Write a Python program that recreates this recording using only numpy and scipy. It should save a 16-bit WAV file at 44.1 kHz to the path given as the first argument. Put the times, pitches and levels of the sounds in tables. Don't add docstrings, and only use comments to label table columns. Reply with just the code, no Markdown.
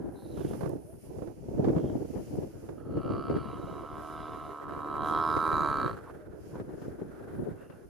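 import sys
import numpy as np
from scipy import signal
from scipy.fft import rfft, irfft, next_fast_len
from scipy.io import wavfile
from scipy.ndimage import uniform_filter1d

SR = 44100
rng = np.random.default_rng(int(sys.argv[2]) if len(sys.argv) > 2 else 0)


def store_wav(level_fs):
    pcm = np.round(np.clip(np.atleast_2d(level_fs), -1, 1) * 32767)
    wavfile.write(sys.argv[1], SR, pcm.T.astype(np.int16))


N = 347949
FFT_SIZE = next_fast_len(N, real=True)
TIME, BINS = np.arange(N) / SR, np.fft.rfftfreq(FFT_SIZE, 1 / SR)
CONTROL_TIME = np.linspace(0, N / SR, 4000)

# start_s, thump_db, crackle_db
BUFFETS = [(0.372, -26, -46.5), (0.405, -21.5, -49), (0.447, -14.5, -48.5), (0.51, -21, -56),
           (0.533, -32, -42), (0.608, -27, -40), (0.632, -17.5, -42.5), (0.659, -17.5, -46),
           (0.732, -20, -64), (0.752, -18.5, -71), (1.185, -25.5, -56), (1.22, -22, -53),
           (1.273, -27.5, -50), (1.484, -20.5, -74), (1.593, -8.5, -68), (1.643, -20, -38.5),
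           (1.674, -7.5, -51), (1.701, -11.5, -70), (1.728, -23, -72), (1.763, -10, -47.5),
           (1.839, -15.5, -62), (1.952, -14.5, -76), (2.156, -23, -49), (2.383, -15, -66),
           (2.688, -25.5, -46.5), (2.969, -14, -54), (3.102, -15, -49), (3.155, -23, -51),
           (3.297, -14, -42), (3.364, -15.5, -40), (5.367, -16.5, -30.5), (5.854, -18.5, -45),
           (6.333, -31, -68), (6.554, -26.5, -47), (6.598, -21.5, -43.5), (6.69, -23.5, -59),
           (6.817, -29, -47), (6.88, -19.5, -60), (7.014, -21, -61), (7.391, -15, -67), (7.421, -21, -68),
           (7.479, -24, -72), (7.699, -32, -44.5)]
# freq_hz, level_db
RUMBLE_EQ = [(30, -43), (70, -17), (130, -3.5), (230, -5), (330, -1), (480, -8), (700, -18), (1000, -29),
             (1500, -83), (3000, -73), (8000, -93)]
# time_s, pitch_hz
BELLOW_PITCH = [(2.76, 50.4), (3.02, 66.9), (3.25, 68.4), (3.5, 69.4), (3.8, 73.8), (4.1, 76.9),
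                (4.35, 76.9), (4.55, 74), (4.74, 72.6), (4.92, 74.1), (5.13, 78.4), (5.42, 79.7),
                (5.51, 78.4), (5.71, 73), (5.8, 67.4), (5.9, 58), (6.02, 44.5)]


def amp(db):
    return 10 ** (np.asarray(db) / 20)


def unit(x):
    return x / np.sqrt(np.mean(x ** 2) + 1e-20)


def unit_energy(rows):
    return rows / np.linalg.norm(rows, axis=1, keepdims=True)


def follow(curve, t):
    return np.interp(t, *np.transpose(curve))


def eq_gain(eq, f):
    hz, db = np.transpose(eq)
    return amp(np.interp(np.log(f + 1), np.log(hz), db))


def colour(x, eq):
    return irfft(rfft(x, FFT_SIZE) * eq_gain(eq, BINS), FFT_SIZE)[..., :N]


def wander(rate_hz, channels=2):
    spectrum = rfft(rng.standard_normal((channels, FFT_SIZE))) / (1 + (BINS / rate_hz) ** 4)
    return unit(irfft(spectrum, FFT_SIZE)[:, :N])


def add(mix, start_s, sound):
    part = mix[..., max(round(start_s * SR), 0):][..., :sound.shape[-1]]
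    part += sound[..., :part.shape[-1]]


def peak(f, hz, width):
    return 1 / (1 + ((f - hz) / width * 2.04) ** 2)


def bursts(decay_s, count, size):
    puffs = rng.standard_normal((count, size)) * np.exp(-np.arange(size) / SR / decay_s)
    return rfft(unit_energy(puffs))


def causal(gain):
    log_gain = np.log(gain + 1e-5)
    mirrored = np.concatenate([log_gain, log_gain[..., -2:0:-1]], -1)
    return np.exp(np.conj(signal.hilbert(mirrored)))[..., :gain.shape[-1]]


def swell(t, at, length):
    return .5 ** (2 * (2 * (t - at) / length) ** 2)


def swells(rows, floor_db):
    power = sum((amp(db) * swell(CONTROL_TIME, at, length)) ** 2 for at, length, db in rows)
    return np.interp(TIME, CONTROL_TIME, np.sqrt(amp(floor_db) ** 2 + power))


def lulls(rows):
    dip_db = sum(db * swell(CONTROL_TIME, at, length) for at, length, db in rows)
    return np.interp(TIME, CONTROL_TIME, amp(dip_db))


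def pan(left_db):
    return np.sqrt(2 / (1 + amp([-left_db, left_db]) ** 2))


def gusts(breeze_db=-47.5):
    # peak_s, length_s, level_db, bass_left_over_right_db
    blows = [(0.008, 0.29, -36, -3), (0.266, 0.082, -42.5, 17), (0.456, 0.41, -36, 19.5),
             (0.664, 0.27, -34, 21), (1.243, 0.39, -40.5, 23), (1.708, 0.42, -26.5, 4),
             (1.954, 0.36, -33.5, -2.5), (2.176, 0.14, -34, -11.5), (2.382, 0.2, -33, -3.5),
             (2.72, 0.47, -45, 4), (2.985, 0.28, -35, 6.5), (3.082, 0.29, -29.5, 1),
             (3.332, 0.15, -28.5, -3.5), (3.606, 0.81, -40.5, 15), (4.74, 0.19, -45, 5),
             (5.08, 0.4, -39, 2), (5.344, 0.22, -38, 0), (5.605, 0.42, -36, 20), (5.853, 0.31, -39, 8),
             (6.203, 1, -59.5, 29), (6.577, 0.26, -43, 3), (6.86, 0.68, -41.5, -21.5),
             (7.025, 0.081, -41.5, -14), (7.215, 0.06, -37.5, -33), (7.422, 0.29, -35.5, -16)]
    # centre_s, length_s, depth_db
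    drops = [(0.59, 0.046, -4), (1.012, 0.037, -9), (1.352, 0.042, -7), (2.525, 0.026, -5),
             (3.028, 0.042, -17), (3.234, 0.036, -6), (3.872, 0.038, -14), (4.574, 0.12, -14),
             (6.063, 0.071, -5), (7.856, 0.53, -4.5)]
    power = np.array([(amp(db) * swell(CONTROL_TIME, at, length)) ** 2 for at, length, db, _ in blows])
    left_db = np.array(blows)[:, -1] @ power / power.sum(0)
    strength = swells([row[:3] for row in blows], floor_db=breeze_db) * lulls(drops)
    return strength, np.interp(TIME, CONTROL_TIME, left_db)


def wind(trim_db=-1, knee_db=-38, sway_db=-9, crackle_db=-24, snap_trim_db=1, snap_s=0.012,
         bass_top_hz=260):
    # freq_hz, level_db
    sway_eq = [(20, -8), (60, 9), (110, 10.5), (220, -12.5), (500, -59)]
    # freq_hz, level_db
    crackle_eq = [(150, -20), (500, 0), (900, -3), (1700, -13), (2600, -26), (5500, -35), (12000, -55)]
    strength, left_db = gusts()
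    gust = amp(trim_db) * strength
    hardness = (gust / amp(knee_db)) ** 0.32
    eddies = gust * unit(amp(3 * wander(rate_hz=40)))
    tearing = amp(crackle_db) * eddies * hardness * unit(amp(5 * wander(rate_hz=130)))
    snap = np.exp(-np.arange(SR // 10) / SR / snap_s)
    for start_s, _, snap_db in BUFFETS:
        add(tearing, start_s, amp(snap_db + snap_trim_db) * snap)
    sway = turbulence(amp(sway_db) * eddies / hardness, sway_eq)
    rumble = turbulence(eddies, RUMBLE_EQ)
    crackle = turbulence(tearing, crackle_eq)
    rumble += thumps()
    bass = irfft(rfft(rumble, FFT_SIZE) / (1 + (BINS / bass_top_hz) ** 8), FFT_SIZE)[:, :N]
    return ((sway + bass) * pan(left_db)
            + (rumble - bass) * pan(-0.7 * left_db)
            + crackle * pan(1.5 - left_db))


def turbulence(force, eq):
    noise = colour(force * rng.standard_normal((2, N)), eq)
    return np.sqrt(np.mean(force ** 2)) * unit(noise)


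def port_noise(eq, shared, flutter_db, flutter_hz):
    common, *own = rng.standard_normal((3, N))
    noise = np.sqrt(shared) * common + np.sqrt(1 - shared) * np.array(own)
    return unit(colour(noise, eq) * amp(flutter_db * wander(flutter_hz, channels=1)))


def grass(swell_trim_db=1):
    # peak_s, length_s, hiss_db, swish_db
    waves = [(0.22, 0.25, -68, -81), (0.517, 0.54, -63.5, -63), (0.906, 0.26, -66, -77),
             (1.048, 0.13, -66, -69), (1.192, 0.34, -72, -68.5), (1.737, 0.94, -77, -67),
             (2.254, 0.82, -69, -64), (2.642, 0.3, -74, -71), (3.697, 0.64, -86, -71),
             (4.066, 0.26, -69.5, -67.5), (4.353, 0.95, -77, -71.5), (5.094, 0.13, -63.5, -60),
             (5.423, 0.63, -64.5, -65), (5.741, 0.36, -74, -74), (6.49, 0.27, -76, -68.5),
             (6.835, 0.22, -80, -69), (7.395, 0.2, -73, -92)]
    # centre_s, length_s, depth_db
    rests = [(2.85, 0.2, -1.5), (4.65, 0.12, -6), (6.28, 0.19, -4.5)]
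    # freq_hz, level_db
    hiss_eq = [(3000, -51), (7600, -25), (8600, -3), (9300, 5.5), (10100, 7.5), (11000, 3), (12200, 0),
               (14400, -7.5)]
    # freq_hz, level_db
    swish_eq = [(1500, 6.5), (2800, 8), (3700, -0.5), (5000, 7), (6800, 5), (8500, -4), (11000, -1.5)]
    at, length, hiss_db, swish_db = np.transpose(waves)
    hiss = swells(zip(at, length, hiss_db + swell_trim_db), floor_db=-75)
    hiss = hiss * port_noise(hiss_eq, shared=0.2, flutter_db=1.04, flutter_hz=60)
    swish = swells(zip(at, length, swish_db + swell_trim_db), floor_db=-76)
    swish = swish * port_noise(swish_eq, shared=0.022, flutter_db=0.3, flutter_hz=45)
    return (hiss + swish) * lulls(rests)


def background_wash():
    # freq_hz, level_db
    wash_eq = [(100, -23), (400, 23), (1000, 3.5), (1500, 10), (2100, -4.5), (2800, -13.5), (3600, -15.5),
               (6000, -23)]
    # time_s, level_db
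    fader = [(0, -56), (.9, -68.5), (1.4, -73), (2.6, -62), (5.9, -41), (6.35, -59), (6.8, -51),
             (7.65, -52), (7.89, -59)]
    return amp(follow(fader, TIME)) * port_noise(wash_eq, shared=0.26, flutter_db=3, flutter_hz=23.7)


def growl(start_s=0.0078, end_s=.225, rate_hz=61, level_db=-49, weak_db=-16, size=4096):
    # freq_hz, width_hz, level_db
    formants = [(794, 71, 9), (980, 110, 1), (1310, 150, -16), (1620, 200, -9)]
    f = np.fft.rfftfreq(size, 1 / SR)
    ring = irfft(causal(sum(amp(db) * peak(f, hz, width) for hz, width, db in formants)))
    ring /= abs(ring).max()
    out = np.zeros(N)
    for k, at in enumerate(np.arange(start_s, end_s, 1 / rate_hz)):
        add(out, at, amp(level_db + weak_db * (k % 2 == 0)) * ring)
    return out


def small_noises(grain_db=3):
    # start_s, length_s, centre_hz, width_hz, level_db
    # at 1.731 s and 7.548 s a faint narrow hiss near 3 kHz; at 6.048 s the buffalo's rasp
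    bands = [(0.117, 0.3, 3980, 450, -70), (0.318, 0.27, 3220, 1500, -66.5), (0.574, 0.03, 1280, 1060, -63),
             (0.693, 0.0028, 10600, 8200, -56), (1.043, 0.016, 1090, 900, -69),
             (1.731, 0.23, 3180, 700, -71), (6.048, 0.071, 1060, 595, -51), (6.527, 0.076, 930, 260, -56),
             (7.548, 0.24, 2720, 200, -74.5)]
    grain = unit(amp(grain_db * wander(rate_hz=250, channels=1)[0]))
    f = np.fft.rfftfreq(SR, 1 / SR)
    out = np.zeros(N)
    for start_s, length_s, hz, width, db in bands:
        n = round(length_s * SR)
        band = irfft(rfft(rng.standard_normal(SR)) * peak(f, hz, width))[:n]
        add(out, start_s, amp(db) * unit(band) * signal.windows.tukey(n, .6))
    return out * grain


def thumps(trim_db=-10, decay_s=0.0073, dull_hz=850, size=4096):
    f = np.fft.rfftfreq(size, 1 / SR)
    body = causal(eq_gain(RUMBLE_EQ, f) / (1 + (f / dull_hz) ** 2))
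    out = np.zeros((2, N))
    for start_s, thump_db, _ in BUFFETS:
        shove = unit_energy(irfft(body * bursts(decay_s, count=2, size=size)))
        add(out, start_s, amp(thump_db + trim_db) * np.sqrt(decay_s * SR) * shove)
    return out


def hoots():
    # start_s, length_s, start_hz, end_hz, level_db
    notes = [(0.824, 0.138, 518, 743, -54), (6.168, 0.13, 638, 569, -50.5)]
    out = np.zeros(N)
    for start_s, length_s, start_hz, end_hz, db in notes:
        hz = np.linspace(start_hz, end_hz, round(length_s * SR))
        add(out, start_s, amp(db) * np.hanning(len(hz)) * np.sin(2 * np.pi * np.cumsum(hz) / SR))
    return out


def bellow(limp_ms=.41, unsteady_ms=.018, jitter_ms=0.47, shimmer_db=3, size=4096):
    # time_s, level_db
    effort = [(2.74, -59), (2.82, -62), (2.98, -50.5), (3.12, -41), (3.65, -46.5), (4.2, -42),
              (4.62, -44.5), (4.9, -37.5), (5.15, -28.5), (5.55, -28), (5.87, -32.5), (5.915, -42.5),
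              (5.955, -54.5), (5.99, -53), (6.02, -66)]
    # time_s, roughness_share
    roughness = [(2.9, .3), (3.05, .1), (3.27, .1), (3.42, .3), (3.7, .3), (3.9, .17), (4.4, .24),
                 (4.65, .045), (5.8, .07)]
    t = TIME[(TIME > BELLOW_PITCH[0][0]) & (TIME < BELLOW_PITCH[-1][0])]
    cycles = np.floor(np.cumsum(follow(BELLOW_PITCH, t)) / SR)
    slap_s = t[1:][np.diff(cycles) > 0][:, None]
    f = np.fft.rfftfreq(size, 1 / SR)
    rough = follow(roughness, slap_s)
    mouth = np.interp(slap_s, [4.52, 5.6, 5.63, 6.26], [0, 1, 1, 0])
    jitter, shimmer, flicker = rng.standard_normal((3, len(slap_s), 1))
    voice = throat(f, slap_s, mouth) * vocal_folds(f, rough, mouth, flicker, size)
    late_ms = np.interp(slap_s, [3.35, 3.8, 5.15, 5.22], [0, limp_ms, limp_ms, 0])
    every_second = np.arange(len(slap_s))[:, None] % 2
    delay_ms = 1 + late_ms * every_second + (unsteady_ms + jitter_ms * rough) * jitter
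    pulses = irfft(voice * np.exp(-2j * np.pi * f * delay_ms / 1000))
    pulses = unit_energy(pulses) * amp(shimmer_db * rough * shimmer)
    pulses *= amp(follow(effort, slap_s)) * np.sqrt(SR / follow(BELLOW_PITCH, slap_s))
    out = np.zeros(N)
    for at, pulse in zip(slap_s[:, 0], pulses):
        add(out, at, pulse)
    return out


def throat(f, slap_s, mouth, waver_db=1.5, croak_hz=58.4):
    # freq_hz, width_hz, mouth_narrow_db, mouth_wide_db, slack_shift_hz, slack_db
    formants = [(317, 132, 0, -9, -33, 1), (702, 93, 4.5, -14.5, -27, -1.5),
                (1041, 170, 8.5, 8.5, 65, -7.5), (1074, 340, -34, -5.5, 44, 10.5), (1284, 95, 8, 9, 13, 1),
                (1525, 144, -16.5, -7.5, 59, 5), (2110, 510, -19, -75, 3, -6), (2304, 55, -21, -31, 29, 6),
                (2915, 370, -21.5, -37, -30, 5), (3250, 150, -25, -32, -6, 5.5),
                (3880, 247, -20.5, -13.5, 45, -3.5), (4300, 190, -39, -34.5, 32, 17.5),
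                (5000, 230, -41, -41, -430, 16), (6430, 1000, -77, -40.5, 298, 11.5),
                (9900, 1600, -42.5, -44, 0, 7)]
    # peak_s, length_s, freq_hz, glide_hz_per_s, width_hz, level_db
    vowel_rings = [(2.815, 0.27, 1277, 0, 50.5, 19), (3.173, 0.14, 1160, 300, 89, 8.5),
                   (3.187, 0.52, 4600, 0, 480, -19.5), (4.11, 0.53, 1558, -2, 69.4, -3),
                   (4.165, 1, 3520, 2, 400, -22), (4.15, 0.97, 5000, 5, 350, -29),
                   (5.077, 1, 724, -150, 106, -4.5), (5.124, 0.37, 3300, 600, 380, -20),
                   (5.29, 0.4, 5070, -1000, 348, -23.5), (5.39, 0.16, 1313, -9, 70, 12),
                   (5.573, 0.18, 3940, 0, 195, -15), (5.69, 0.84, 4430, -300, 347, -26),
                   (5.653, 0.23, 631, -250, 60, 0.5), (5.704, 0.99, 2310, 0, 170, -21)]
    slack = np.interp(slap_s, [3.37, 3.45, 5.45, 5.82], [1, 0.37, 0.37, 1])
    damping = 1 + 0.68 * (follow(BELLOW_PITCH, slap_s) < croak_hz)
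    drift = rng.standard_normal((len(formants), len(slap_s), 1))
    wavers = waver_db * unit(uniform_filter1d(drift, size=4, axis=1))
    power = 0
    for (hz, width, narrow_db, wide_db, shift_hz, slack_db), waver in zip(formants, wavers):
        db = narrow_db + mouth * (wide_db - narrow_db) + slack * slack_db + waver
        power += (amp(db) * peak(f, hz + slack * shift_hz, width * damping)) ** 2
    for at, length, hz, glide, width, db in vowel_rings:
        power += (amp(db) * swell(slap_s, at, length) * peak(f, hz + glide * (slap_s - at), width)) ** 2
    return causal(np.sqrt(power))


def vocal_folds(f, rough, mouth, flicker, size, bright_hz=3000, airy_hz=2800):
    treble = f ** 2 / (f ** 2 + bright_hz ** 2)
    treble_db = -3 + 4 * mouth + 2.1 * flicker
    snap_and_fizz = .3 + .4 * bursts(decay_s=.003, count=len(rough), size=size)
    slap = (1 - treble) + amp(treble_db) * treble * snap_and_fizz
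    air_tilt = .6 + 3.9 * f ** 2 / (f ** 2 + airy_hz ** 2)
    puff = air_tilt * bursts(decay_s=0.049, count=len(rough), size=size)
    return (1 - rough) * slap + rough * puff


def rocks(x, t60_s=0.022, predelay_s=.008, wet_db=-18, dull_hz=3500):
    t = np.arange(SR // 2) / SR
    echoes = rng.standard_normal((2, len(t))) * (rng.random((2, len(t))) < .03)
    echoes *= amp(-60 * t / t60_s) * (t > predelay_s)
    tail = signal.lfilter(*signal.butter(1, dull_hz, fs=SR), echoes)
    tail = unit_energy(tail + .5 * tail[::-1])
    return x + amp(wet_db) * signal.fftconvolve(x[None], tail, axes=1)[:, :N]


def scene():
    return rocks(bellow() + growl() + hoots() + small_noises()) + grass() + background_wash() + wind()


def record(dry, cutoff_hz=14560):
    # freq_hz, left_over_right_db
    balance = [(60, 3), (150, 2), (330, -1), (1200, -4), (2300, -2), (4000, -2.5), (8000, -11.5),
               (10500, 0), (13500, 9)]
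    left = colour(dry[0], [(hz, db / 2) for hz, db in balance])
    right = colour(dry[1], [(hz, -db / 2) for hz, db in balance])
    low_pass = signal.firwin(1023, cutoff_hz, window=("kaiser", 9), fs=SR)
    return signal.oaconvolve(np.array([left, right]), low_pass[None], "same")


dry = scene()
out = record(dry)
store_wav(out)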